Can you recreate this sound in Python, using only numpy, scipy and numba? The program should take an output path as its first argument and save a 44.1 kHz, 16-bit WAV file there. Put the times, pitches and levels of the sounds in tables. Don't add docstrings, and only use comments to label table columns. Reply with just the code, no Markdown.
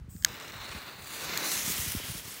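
import sys
import numpy as np
from scipy import signal
from scipy.fft import rfft, irfft
from scipy.io import wavfile
from scipy.ndimage import uniform_filter1d, map_coordinates
from numba import njit

SR = 44100
rng = np.random.default_rng(int(sys.argv[2]) if len(sys.argv) > 2 else 0)


def to_wav(sig):
    pcm = np.clip(np.atleast_2d(sig), -1, 1) * 32767
    pcm = np.round(pcm).astype(np.int16)
    wavfile.write(sys.argv[1], SR, pcm.T)


def voltage_ratio(level):
    return 10 ** (np.asarray(level, float) / 20)


N = 105840
TIME_S = np.arange(N) / SR
LIT_S, VALVE_SHUT_S = 0.258, 1.375

# [f/Hz, density level/dB]
CRACKLE_SPECTRUM = [(300, -32.5), (1500, -5.5), (4000, 6.5), (8000, -3.5), (10000, -6), (15600, -20.5)]
# [t/s, lower notch f/Hz, upper notch f/Hz, depth 0-1]
HAND = [(.26, 9800, 11500, 1), (.6, 10300, 12000, 0.9), (.68, 11200, 13200, 0.4), (.9, 10900, 13200, 0.3),
        (1.02, 11000, 12500, .6), (1.18, 11200, 12200, .55), (1.24, 10100, 10600, 0.3),
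        (1.33, 8760, 10000, 0.5), (1.43, 8160, 12200, 0.6), (1.48, 8000, 11900, 0)]


@njit
def svf(x, hz, width):
    y, band, low = np.empty(len(x)), 0., 0.
    for i in range(len(x)):
        g = np.tan(np.pi * hz[i] / SR)
        k = width / hz[i]
        v = (band + g * (x[i] - low)) / (1 + g * (g + k))
        band, low = 2 * v - band, low + 2 * g * v
        y[i] = k * v
    return y


def curve(table, column=1):
    rows = np.array(table, float)
    return np.interp(TIME_S, rows[:, 0], rows[:, column])


def walk(rate):
    hold = int(SR / rate)
    steps = np.repeat(rng.standard_normal(N // hold + 1), hold)
    smooth = uniform_filter1d(uniform_filter1d(steps, hold), hold)[:N]
    return (smooth - smooth.mean()) / smooth.std()


def colour(x, shape, flicker_db=0., rate=15.1, count=1):
    rows = np.array(shape, float)
    octave = np.log2(np.fft.rfftfreq(N, 1 / SR) + 1)
    spectrum = rfft(x) * voltage_ratio(np.interp(octave, np.log2(rows[:, 0]), rows[:, 1], left=-60))
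    if flicker_db == 0:
        out = irfft(spectrum, N)
    else:
        out = np.zeros(N)
        for centre in range(int(count * np.log2(rows[0, 0])) - 1, 15 * count):
            share = np.clip(1 - abs(count * octave - centre), 0, 1)
            out = out + irfft(spectrum * share, N) * voltage_ratio(flicker_db * walk(rate))
    return out / out.std()


def gate(start, stop, rise, fall):
    return np.clip((TIME_S - start) / rise, 0, 1) * np.clip(1 - (TIME_S - stop) / fall, 0, 1)


def decay(samples, t60):
    return np.exp(-np.log(1000) * np.arange(samples) / SR / t60)


def ring(hz, t60):
    return np.sin(2 * np.pi * hz * np.arange(2000) / SR) * decay(2000, t60)


def struck(modes):
    return sum((-1) ** k * voltage_ratio(db) * ring(hz, t60) for k, (hz, db, t60) in enumerate(modes))


def sparks(rate, spread_db, t60):
    hits = (rng.random(N) < rate / SR) * voltage_ratio(spread_db * rng.exponential(size=N))
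    return signal.fftconvolve(hits, decay(600, t60))[:N] * rng.standard_normal(N)


def cut_bass(x, hz, order):
    return signal.sosfilt(signal.butter(order, hz, "high", fs=SR, output="sos"), x)


def at(s, x):
    i = int(s * SR)
    return np.concatenate([np.zeros(max(i, 0)), x[max(-i, 0):], np.zeros(N)])[:N]


def flame():
    # [t/s, roar level/dB, crackle level/dB]
    levels = [
        (.258, -42.5, -64),
        (.39, -43.5, -69),
        (.42, -42.5, -53),
        (.52, -43.5, -55),
        (.63, -43, -57.5),
        (.75, -41.5, -51),
        (.94, -47, -61),
        (1.15, -48.5, -49.5),
        (1.375, -34, -58),
    ]
    # [f/Hz, density level/dB]
    roar_spectrum = [(80, -8.5), (250, -3.5), (700, -4), (1400, -1), (2500, -4), (4200, -2.5), (6000, -14),
                     (12000, -19.5)]
    roar = colour(rng.standard_normal(N), roar_spectrum, flicker_db=0.8)
    roar = roar * voltage_ratio(curve(levels) + 1.45 * walk(89.85))
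    crackle = colour(sparks(rate=150, spread_db=0.5, t60=0.0059), CRACKLE_SPECTRUM)
    crackle = crackle * voltage_ratio(curve(levels, column=2) + 1.2 * walk(60.0))
    return (roar + crackle + pops()) * gate(LIT_S, VALVE_SHUT_S, 0.001753, 0.024)


def pops():
    # [t/s, peak level/dB]
    bursts = [(0.2846, -39), (0.289, -43), (0.3147, -43), (0.321, -42), (0.331, -40), (0.3425, -40),
              (0.3681, -43), (0.3874, -43), (0.4, -37.5), (0.411, -40), (0.4227, -40), (0.4294, -38),
              (0.436, -45), (0.4504, -43), (0.482, -41), (0.4983, -40), (0.521, -38.5), (0.645, -44),
              (0.6917, -40)]
    gain_db, t60_s = 3, 0.0072
    envelope = sum(at(s, voltage_ratio(db + gain_db) * decay(800, t60_s)) for s, db in bursts)
    return colour(rng.standard_normal(N), CRACKLE_SPECTRUM) * envelope


def fuse():
    # [t/s, level/dB, sizzle brightness/dB]
    burning = [(.95, -62, 7), (1.06, -52.5, 0.5), (1.14, -40.5, 0.5), (1.3, -36, -10.5), (1.36, -37, -4),
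               (1.43, -32.5, -5.5), (1.5, -33.5, 2), (1.57, -34, 0.5), (1.64, -36.5, 1), (1.7, -35.5, 5.5),
               (1.78, -37, 5), (1.85, -37.5, 3), (1.97, -39.5, 4), (2.0, -40.5, -1), (2.12, -41, 3.5),
               (2.23, -46, 1.5), (2.29, -43, 1.5), (2.4, -46, 3.5)]
    # [f/Hz, density level/dB]
    jet_spectrum = [(120, -3.5), (330, -2), (700, -6), (1900, -1), (3300, -1), (5000, -3.5), (8000, -13.5)]
    # [f/Hz, density level/dB]
    sizzle_spectrum = [(1500, -25), (4000, -4), (6500, -1), (9500, -1), (13000, -1.5), (15600, -2)]
    # [t/s, boost level/dB, length/s]
    spits = [
        (1.026, 7, 0.00644),
        (1.045, 8.5, 0.003344),
        (1.058, 5, 0.001893),
        (1.072, 8.5, 0.0065),
        (1.097, 2, 0.00485),
        (1.108, 2.5, 0.0067),
    ]
    # [f/Hz, width/Hz, gain level/dB, from t/s, to t/s]
    mouth = [(4150, 500, -2.5, 1.31, 1.52), (6300, 1170, -1.5, 1.12, 1.63), (1560, 200, 1, 1.27, 1.37),
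             (396, 430, 0.5, 1.126, 1.425), (3100, 740, -11.5, 1.73, 2.15)]

    jet = colour(rng.standard_normal(N), jet_spectrum, flicker_db=0.73, rate=12.0)
    fizz = rng.standard_normal(N) + 0.2831 * sparks(rate=1500, spread_db=3.7, t60=0.002202)
    sizzle = colour(fizz, sizzle_spectrum, flicker_db=1.2, rate=22., count=4)
    sizzle = sizzle * voltage_ratio(0.5 + curve(burning, column=2) + 1.03 * walk(40.02))
    source = jet + sizzle
    body = source
    for hz, width, db, start, stop in mouth:
        resonance = svf(source, hz * (1 + 0.019 * walk(10.5)), 1. * width)
        body = body + gate(start, stop, 0.14, 0.11) * voltage_ratio(db + 1.7 * walk(17.7)) * resonance
    spit_db = sum(db * np.exp(-((TIME_S - s) / span) ** 2) for s, db, span in spits)
    level = voltage_ratio(curve(burning) - 1.5 + spit_db + 0.81 * walk(110))
    return body * level * gate(burning[0][0], 3., 0.06417, .1)


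def nozzle_gas():
    # [f/Hz, density level/dB]
    gas_spectrum = [(1000, -23), (4500, -20.5), (5200, -11), (6000, -14.5), (7900, -0.5), (9400, -8),
                    (10300, -21.5), (15600, -5)]
    # [f/Hz, width/Hz, level/dB]
    whistles = [
        (12800, 1370, -71.5),
        (14300, 1800, -66),
        (15400, 1200, -68),
    ]
    valve_open_s, gas_db = 0.087, -53
    lit_gas_db, lit_whistle_db = -15, 5
    drift_exponent = 0.43

    lit = gate(LIT_S, VALVE_SHUT_S, 0.001753, 0.024)
    level = voltage_ratio(gas_db + lit_gas_db * gate(LIT_S, 3., 0.022, .1))
    gas = level * colour(rng.standard_normal(N), gas_spectrum)
    edge = curve(HAND, column=2)
    drift = (edge / edge[0]).clip(1, 1.2) ** drift_exponent
    for hz, width, db in whistles:
        centre = hz * drift * (1 + 0.01022 * walk(9.006))
        band = svf(svf(rng.standard_normal(N), centre, 1. * width), centre, 1. 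* width)
        band = band * voltage_ratio(1.5 * walk(14.3))
        gas = gas + voltage_ratio(db + lit_whistle_db * lit) * band / band.std()
    return gas * gate(valve_open_s, VALVE_SHUT_S, 0.022, 0.01015)


def trigger():
    # [t/s, level/dB, soil echo level/dB]
    ticks = [
        (.001, -58, -7),
        (.0943, -60, -7.5),
        (.1645, -46, -7),
        (.2243, -36, -3.5),
        (.2360, -42, -3),
        (.2715, -42, -11.5),
        (0.2462, -42, -7.5),
        (0.24737, -14, -9),
        (0.24768, -4.5, -4),
    ]
    # [f/Hz, level/dB, t60/s]
    shell = [(1634, -8.5, 0.013), (2100, -6, 0.0042), (3000, -11, 0.0055), (4360, -4.5, 0.0098),
             (5160, -3.5, 0.0042), (6450, -1, 0.0041), (8430, -9.5, 0.0048), (9530, -13, 0.0044),
             (10800, -13.5, .004), (11500, -9.5, 0.0038), (13000, -9, 0.0036), (14250, -19, 0.004),
             (15450, -17, .005)]
    # [f/Hz, level/dB, t60/s]
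    release = [(2020, -6.5, .006), (4120, -7, 0.021), (5200, -9, .004), (6800, -2.5, .005),
               (7950, -3, .003), (11700, -8, .003), (14700, -3, 0.0044)]
    echo_s = 0.00059447
    release_s, release_db, release_echo_db = 1.3751, -15.5, -13

    spring = ring(hz=3110, t60=0.0683)[:int(.011 * SR)]
    clicks = at(0.2362, voltage_ratio(-48) * spring)
    body = struck(shell)
    for s, db, echo_db in ticks:
        clicks = clicks + voltage_ratio(db) * (at(s, body) + voltage_ratio(echo_db) * at(s + echo_s, body))
    back = voltage_ratio(release_db) * struck(release)
    clicks = clicks + at(release_s, back) + voltage_ratio(release_echo_db) * at(release_s + echo_s, back)
    thud = at(.2479, voltage_ratio(-27.5) * ring(hz=560, t60=.004))
    return thud + cut_bass(clicks, 1012.5, order=2)


def shadow(x):
    # [t/s, f/Hz, depth 0-1]
    tube = [(.26, 4360, 1), (.62, 4800, 1), (.7, 5130, 0.5), (1.0, 5440, 0.9), (1.19, 5380, 0.94),
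            (1.25, 5181, 0.5), (1.42, 5100, 0.37), (1.6, 4600, 0.36), (2.0, 4150, 0.34), (2.4, 4260, 0.26)]
    soil_lag_s, soil_wander_s, soil_db = 0.000938, .00004, -23.5
    tube_width_hz, hand_width_hz, waver = 1050., 2000., 0.11
    fixed_hz, fixed_width_hz, fixed_depth = 3190., 580., 0.62

    lag = soil_lag_s + soil_wander_s * walk(5.1)
    x = x + voltage_ratio(soil_db) * map_coordinates(x, [(TIME_S - lag) * SR], order=3, mode="nearest")
    depth = np.clip(curve(tube, column=2) - .06 + waver * walk(25.1), 0, 1)
    x = x - depth * svf(x, curve(tube) * (1 + 0.005735 * walk(11.3)), tube_width_hz)
    for edge in (curve(HAND), curve(HAND, column=2)):
        depth = np.clip(curve(HAND, column=3) + waver * walk(24.6), 0, 1)
        x = x - depth * svf(x, edge, hand_width_hz)
    return x - fixed_depth * gate(0, 1.45, .01, 0.23) * svf(x, np.full(N, fixed_hz), fixed_width_hz)


def wind():
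    # [t/s, level/dB]
    breeze = [(0, -48.5), (.33, -52.5), (.4, -66), (.55, -55.5), (.77, -56.5), (.82, -64), (1.05, -59),
              (1.3, -55.5), (1.5, -61), (1.6, -48.5), (1.95, -60), (2.2, -59), (2.28, -56), (2.4, -67.5)]
    # [f/Hz, density level/dB]
    rumble_spectrum = [(20, -31), (40, -6), (70, -2.5), (120, -4.5), (200, -9.5), (320, -28.5), (700, -68)]
    # [t/s, peak level/dB, f/Hz]
    puffs = [(0.017, -35, 90), (0.047, -41, 130.9), (0.065, -43, 94.17), (0.088, -35, 120),
             (0.154, -34, 201.1), (0.215, -38, 79.24), (0.263, -46, 117.5), (0.301, -39.5, 106.6),
             (0.337, -42.5, 206), (0.558, -41, 121.1), (0.703, -40.5, 93.07), (0.751, -35.5, 228),
             (1.65, -40, 133.3), (1.68, -31.5, 188), (1.702, -32, 229), (1.797, -33, 95), (1.816, -59, 193),
             (1.837, -48, 94.28), (1.878, -32, 110), (1.908, -41, 116.9), (1.934, -48, 115.3),
             (1.951, -25, 240), (1.967, -29, 93.61), (2.001, -35, 450), (0.123, -41, 110),
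             (0.166, -41, 110), (0.08, -46, 298), (0.761, -39.5, 100), (2.017, -46, 117.4),
             (2.039, -40.5, 133.6), (2.1, -31, 144.4), (2.116, -38, 123), (2.153, -34.5, 182.8),
             (2.254, -43, 121), (2.28, -41, 190), (2.29, -49, 160), (0.605, -45, 70), (1.866, -37.5, 190),
             (1.785, -39, 330), (2.087, -40, 130), (0.772, -45, 70)]
    rise, fall, sag = 0.45, 1.15, 0.49

    out = colour(rng.standard_normal(N), rumble_spectrum, flicker_db=2.0, rate=9.784)
    out = out * voltage_ratio(curve(breeze) + 3.64 * walk(30.12))
    phases = 0.073 + 0.069 * rng.standard_normal(len(puffs))
    before = 2000
    for (s, db, hz), phase in zip(puffs, phases):
        cycles = np.arange(-before, 2500) / SR * hz
        swell = np.exp(-(cycles / np.where(cycles < 0, rise, fall)) ** 2)
        turns = np.cumsum(np.exp(-sag * np.clip(cycles, -1, 3))) * hz / SR
        push = swell * np.cos(2 * np.pi * (turns - turns[before] + phase))
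        out = out + at(s - before / SR, voltage_ratio(db) * push)
    return out


def open_field():
    # [f/Hz, density level/dB]
    field_spectrum = [(180, -26), (300, -7), (315, -12), (674, -21.5), (1200, -19), (15600, -42.5)]
    return voltage_ratio(-65) * colour(rng.standard_normal(N), field_spectrum)


def scene():
    burning = shadow(flame() + fuse())
    mono = burning + nozzle_gas() + trigger() + wind() + open_field()
    return np.array([mono, mono])


def roll_off(x):
    return signal.sosfilt(signal.butter(12, 17040, fs=SR, output="sos"), x)


def record(dry):
    wet = cut_bass(dry, 35, order=2)
    wet = signal.sosfilt(signal.ellip(10, .2, 60, 15750, fs=SR, output="sos"), wet)
    return roll_off(wet)


dry = scene()
out = record(dry)
to_wav(out)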